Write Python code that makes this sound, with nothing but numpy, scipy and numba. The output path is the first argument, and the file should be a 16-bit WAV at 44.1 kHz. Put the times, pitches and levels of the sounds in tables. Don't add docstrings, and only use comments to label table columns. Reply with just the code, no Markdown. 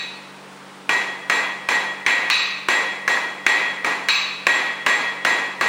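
import sys
import numpy as np
from scipy import signal
from scipy.fft import rfft, irfft, next_fast_len
from scipy.io import wavfile
from scipy.ndimage import map_coordinates
from numba import njit

SR = 44100
rng = np.random.default_rng(int(sys.argv[2]) if len(sys.argv) > 2 else 0)


def transcribe(u):
    v = np.clip(np.atleast_2d(u).T, -1, 1)
    q = np.round(v * 32767).astype(np.int16)
    wavfile.write(sys.argv[1], SR, q)


N = 250488

# (frequency [Hz], level struck through the bar [dB], level struck on the face [dB],
# t60 [s], beat rate of the split mode [Hz], beat depth [0-1])
ANVIL_MODES = [(522, -40, -53, 1.2, 4, .4), (1099, -34, -42, .9, 6, .4), (1170, -44, -33, .8, 6, .4),
               (1595, -31, -37, .7, 5, .3), (1648, -28, -35, .8, 9, .3), (1902.5, -17, -26, .9, 6.9, .8),
               (2016, -22, -31.5, .95, 4.4, .45), (2353, -30, -32, .85, 8, .5),
               (2514, -34, -27, .95, 6, .4), (2553, -44, -26, .9, 5, .4), (2593, -34, -32, .95, 7, .4),
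               (3331, -31.5, -38, 1.25, 6.6, .4), (3532, -42, -32, .9, 6, .5),
               (3900.5, -32.5, -18.5, .74, 4.8, .5), (4210, -45, -30, .7, 9, .5),
               (4323, -37, -27.5, .72, 7, .5), (4765, -54, -38, .8, 4, .6), (6168, -41, -36, .6, 9, .5),
               (6782, -49, -58, .65, 12, .5), (7574, -36, -37, .62, 5.6, .8), (8959, -52, -42, .55, 14, .3),
               (10365, -56, -68, .55, 8, .4), (12526, -53, -52, .66, 6, .6), (15035, -61, -53, .6, 11, .3)]
RING_TIME = np.arange(int(1.2 * SR)) / SR
RIPPLE_HZ = np.arange(0, 16000, 4)


def amp(db):
    return 10 ** (np.asarray(db) / 20)


def unit(x):
    return x / np.sqrt(np.mean(np.abs(x) ** 2) + 1e-20)


def along(points, hz):
    f, values = np.transpose(points)
    return np.interp(np.log(hz + 1), np.log(f + 1), values)


def filtered(x, response):
    size = next_fast_len(len(x) + 8192)
    return irfft(rfft(x, size) * response(np.fft.rfftfreq(size, 1 / SR)), size)[:len(x)]


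def wobble(rate, t):
    return map_coordinates(rng.standard_normal(512), [t * rate], mode="wrap")


def add(track, onset_s, sound):
    start = round(onset_s * SR)
    part = sound[max(-start, 0):N - start]
    track[max(start, 0):][:len(part)] += part


def forge():
    # (frequency [Hz], relative spectral density [dB])
    air_spectrum = [(25, -33), (50, -11), (95, -18), (150, 0.5), (240, 5), (480, 10), (680, 6), (880, 9.5),
                    (1400, 6), (3000, -0.5), (6500, -10.5), (8000, -11.5), (9500, -12), (15500, -42)]
    # (frequency [Hz], rms level [dB])
    blower_tones = [(144.4, -57.5), (192.4, -50.5), (288.5, -55.5)]
    t = np.arange(N) / SR
    air = unit(filtered(rng.standard_normal(N), lambda f: amp(along(air_spectrum, f))))
    hiss = unit(filtered(rng.standard_normal(N), lambda f: amp(along([(9000, -20), (14000, 2)], f))))
    hum = np.zeros(N)
    for hz, db in blower_tones:
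        peak = np.sqrt(2) * amp(db + 0.36 * wobble(7.2, t))
        hum += peak * np.sin(2 * np.pi * hz * t + 0.26 * wobble(5, t))
    return amp(-42 + 0.56 * wobble(8, t)) * air + amp(-63) * hiss + hum


def clang_ripple(depth_db):
    return depth_db * wobble(1 / 32, RIPPLE_HZ)


def room_clang(spectrum, ripple_db, build_s):
    # (frequency [Hz], t60 [s])
    room_t60 = [(150, .9), (500, 1.05), (2000, 1), (4000, .85), (8000, .66), (15000, .62)]
    colour = lambda f: amp(along(spectrum, f) + np.interp(f, RIPPLE_HZ, ripple_db))
    noise = unit(filtered(rng.standard_normal(len(RING_TIME)), colour))
    hz, t, bands = signal.stft(noise, SR, nperseg=256)
    decay = amp(-60 * t / along(room_t60, hz)[:, None])
    tail = signal.istft(bands * decay, SR, nperseg=256)[1]
    return tail[:len(RING_TIME)] * (1 - np.exp(-RING_TIME / build_s))


def wall_echoes(sound, echo_db, count=24):
    out = sound.copy()
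    dull = filtered(sound, lambda f: 5000 / (5000 + 1j * f))
    for delay_s in rng.uniform(.008, .16, count):
        lag = int(delay_s * SR) + 1
        out[lag:] += amp(echo_db - 46 * delay_s + rng.normal(0, 3.5)) * dull[:-lag]
    return out


def steel_contact(crunch_t60, crunch_db):
    # (frequency [Hz], bandwidth [Hz], relative level [dB])
    resonances = [(410, 430, -10), (1108, 155, 0.5), (1637, 268, 1.5), (2313, 530, -0.5), (2760, 504, -4),
                  (4156, 740, -17.5), (5770, 1550, -22), (9630, 1300, -29.5), (15000, 4400, -34.5)]
    push = unit(rng.standard_normal(len(RING_TIME))) * amp(crunch_db - 60 * RING_TIME / crunch_t60)
    push[0] += 1
    body = lambda f: sum((-1) ** k * amp(db) * 1j * f * width / (hz * hz - f * f + 1j * f * width)
                         for k, (hz, width, db) in enumerate(resonances))
    sound = filtered(push, body)
    return sound / np.abs(sound).max()


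def anvil_ring(levels_db, scatter_db, waver):
    t, ring = RING_TIME, np.zeros(len(RING_TIME))
    knots = np.linspace(0, t[-1], 400)
    for (hz, _, _, t60, beat_hz, depth), db in zip(ANVIL_MODES, levels_db):
        flutter = (hz / 2400) ** .65
        drift = wobble(36 * flutter, knots) + 1j * wobble(36 * flutter, knots)
        pair = 1 - depth * np.exp(2j * np.pi * beat_hz * knots) + waver * flutter * drift
        envelope = np.abs(pair) * amp(db + scatter_db * rng.standard_normal() - 60 * knots / t60)
        phase = np.unwrap(np.angle(pair)) + 2 * np.pi * rng.random()
        ring += np.interp(t, knots, envelope) * np.sin(2 * np.pi * hz * t + np.interp(t, knots, phase))
    return ring * (1 - np.exp(-t / 0.00062))


def face_taps():
    # (time [s], hit gain [dB], ring gain [dB])
    strikes = [(-.04, -12, -10.5), (2.3005, 3, -3), (2.3332, -8, -2.5), (4.0863, 3, 1.5)]
    # (frequency [Hz], relative spectral density [dB])
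    clang_spectrum = [(120, -42), (300, -23), (680, -21.5), (1150, -7.5), (1400, -13.5), (2150, -8),
                      (2560, 0.5), (3150, -15.5), (4330, -5), (4750, -20), (6200, -19.5), (8000, -37),
                      (9000, -43), (11000, -41)]
    track = np.zeros(N)
    ripple_db = clang_ripple(depth_db=0)
    for onset_s, hit_db, ring_db in strikes:
        contact = steel_contact(crunch_t60=0.041, crunch_db=-22.5)
        tick = filtered(contact, lambda f: 1j * f / (3000 + 1j * f))
        hit = wall_echoes(amp(2) * tick, echo_db=-18.5)
        hit += amp(-17.5) * room_clang(clang_spectrum, ripple_db, build_s=0.0025)
        ring = anvil_ring([mode[2] for mode in ANVIL_MODES], scatter_db=1.7, waver=0.37)
        add(track, onset_s, amp(hit_db) * hit + amp(ring_db) * ring)
    return track


def hammer_blows():
    # (time [s], relative force [dB], hardness [dB]: + a square hit, - a dull one)
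    strikes = [(0.8922, -0.5, -1.8), (1.2978, 0, 0.5), (1.6878, -.5, 0), (2.0635, 1.3, 4),
               (2.6855, 3, -0.4), (3.078, -0.1, -2.5), (3.4646, 4.5, 1.5), (3.8458, -5.5, 0.2),
               (4.4678, 4.5, 2), (4.8632, 3.5, 0.5), (5.2491, 2.5, -.7), (5.6107, -1, -0.3)]
    # (frequency [Hz], relative spectral density [dB])
    clang_spectrum = [(70, -36), (230, -8), (520, -4.5), (1000, 2.5), (1350, -2.5), (1700, -1.5),
                      (2450, 0.5), (3050, -11.5), (4250, -10), (4600, -17.5), (7200, -20), (8000, -29),
                      (9200, -25), (15500, -36)]
    track, t = np.zeros(N), RING_TIME
    ripple_db = clang_ripple(depth_db=-1.5)
    for onset_s, force_db, hard_db in strikes:
        contact = steel_contact(crunch_t60=.035, crunch_db=-12)
        hit = wall_echoes(amp(-1) * contact, echo_db=-16.5)
        hit += amp(-15.5) * room_clang(clang_spectrum, ripple_db, build_s=0.0083)
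        knock_db = -3.3 + 0.33 * force_db + 0.34 * onset_s
        clank_db = -1.2 + 0.73 * force_db + hard_db
        crack_db = 0.61 * force_db
        tone = [(1080, knock_db), (2250, clank_db), (6000, crack_db)]  # (frequency [Hz], gain [dB])
        hit = filtered(hit, lambda f: amp(along(tone, f)))
        faint_thud = amp(-96 + 1.4 * force_db) * np.sin(2 * np.pi * 62 * t) * amp(-60 * t / .06)
        ring = anvil_ring([mode[1] for mode in ANVIL_MODES], scatter_db=0.27, waver=0.41)
        add(track, onset_s, hit + faint_thud + amp(force_db) * ring)
    return track


def scene():
    return (hammer_blows() + face_taps() + forge())[None]


@njit
def follow(level, attack_s, release_s):
    out, held = np.empty_like(level), 0.0
    for i in range(len(level)):
        held += (level[i] - held) / (SR * (attack_s if level[i] > held else release_s))
        out[i] = held
    return out


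def record(dry):
    # (frequency [Hz], gain [dB])
    microphone = [(10400, 0), (11200, -8), (12000, -16), (12700, -11), (13600, 0)]
    threshold_db, ceiling, top_hz = -11, .76, 15780
    level = follow(np.abs(dry[0]), attack_s=.0016, release_s=.06)
    late_level = np.pad(level, (SR // 240, 0))[:N]
    limited = dry[0] / (1 + (late_level / amp(threshold_db)) ** 4) ** (1 / 4)
    clipped = ceiling * np.tanh(limited / ceiling)
    return filtered(clipped, lambda f: amp(along(microphone, f)) * (f < top_hz))[None]


dry = scene()
out = record(dry)
transcribe(out)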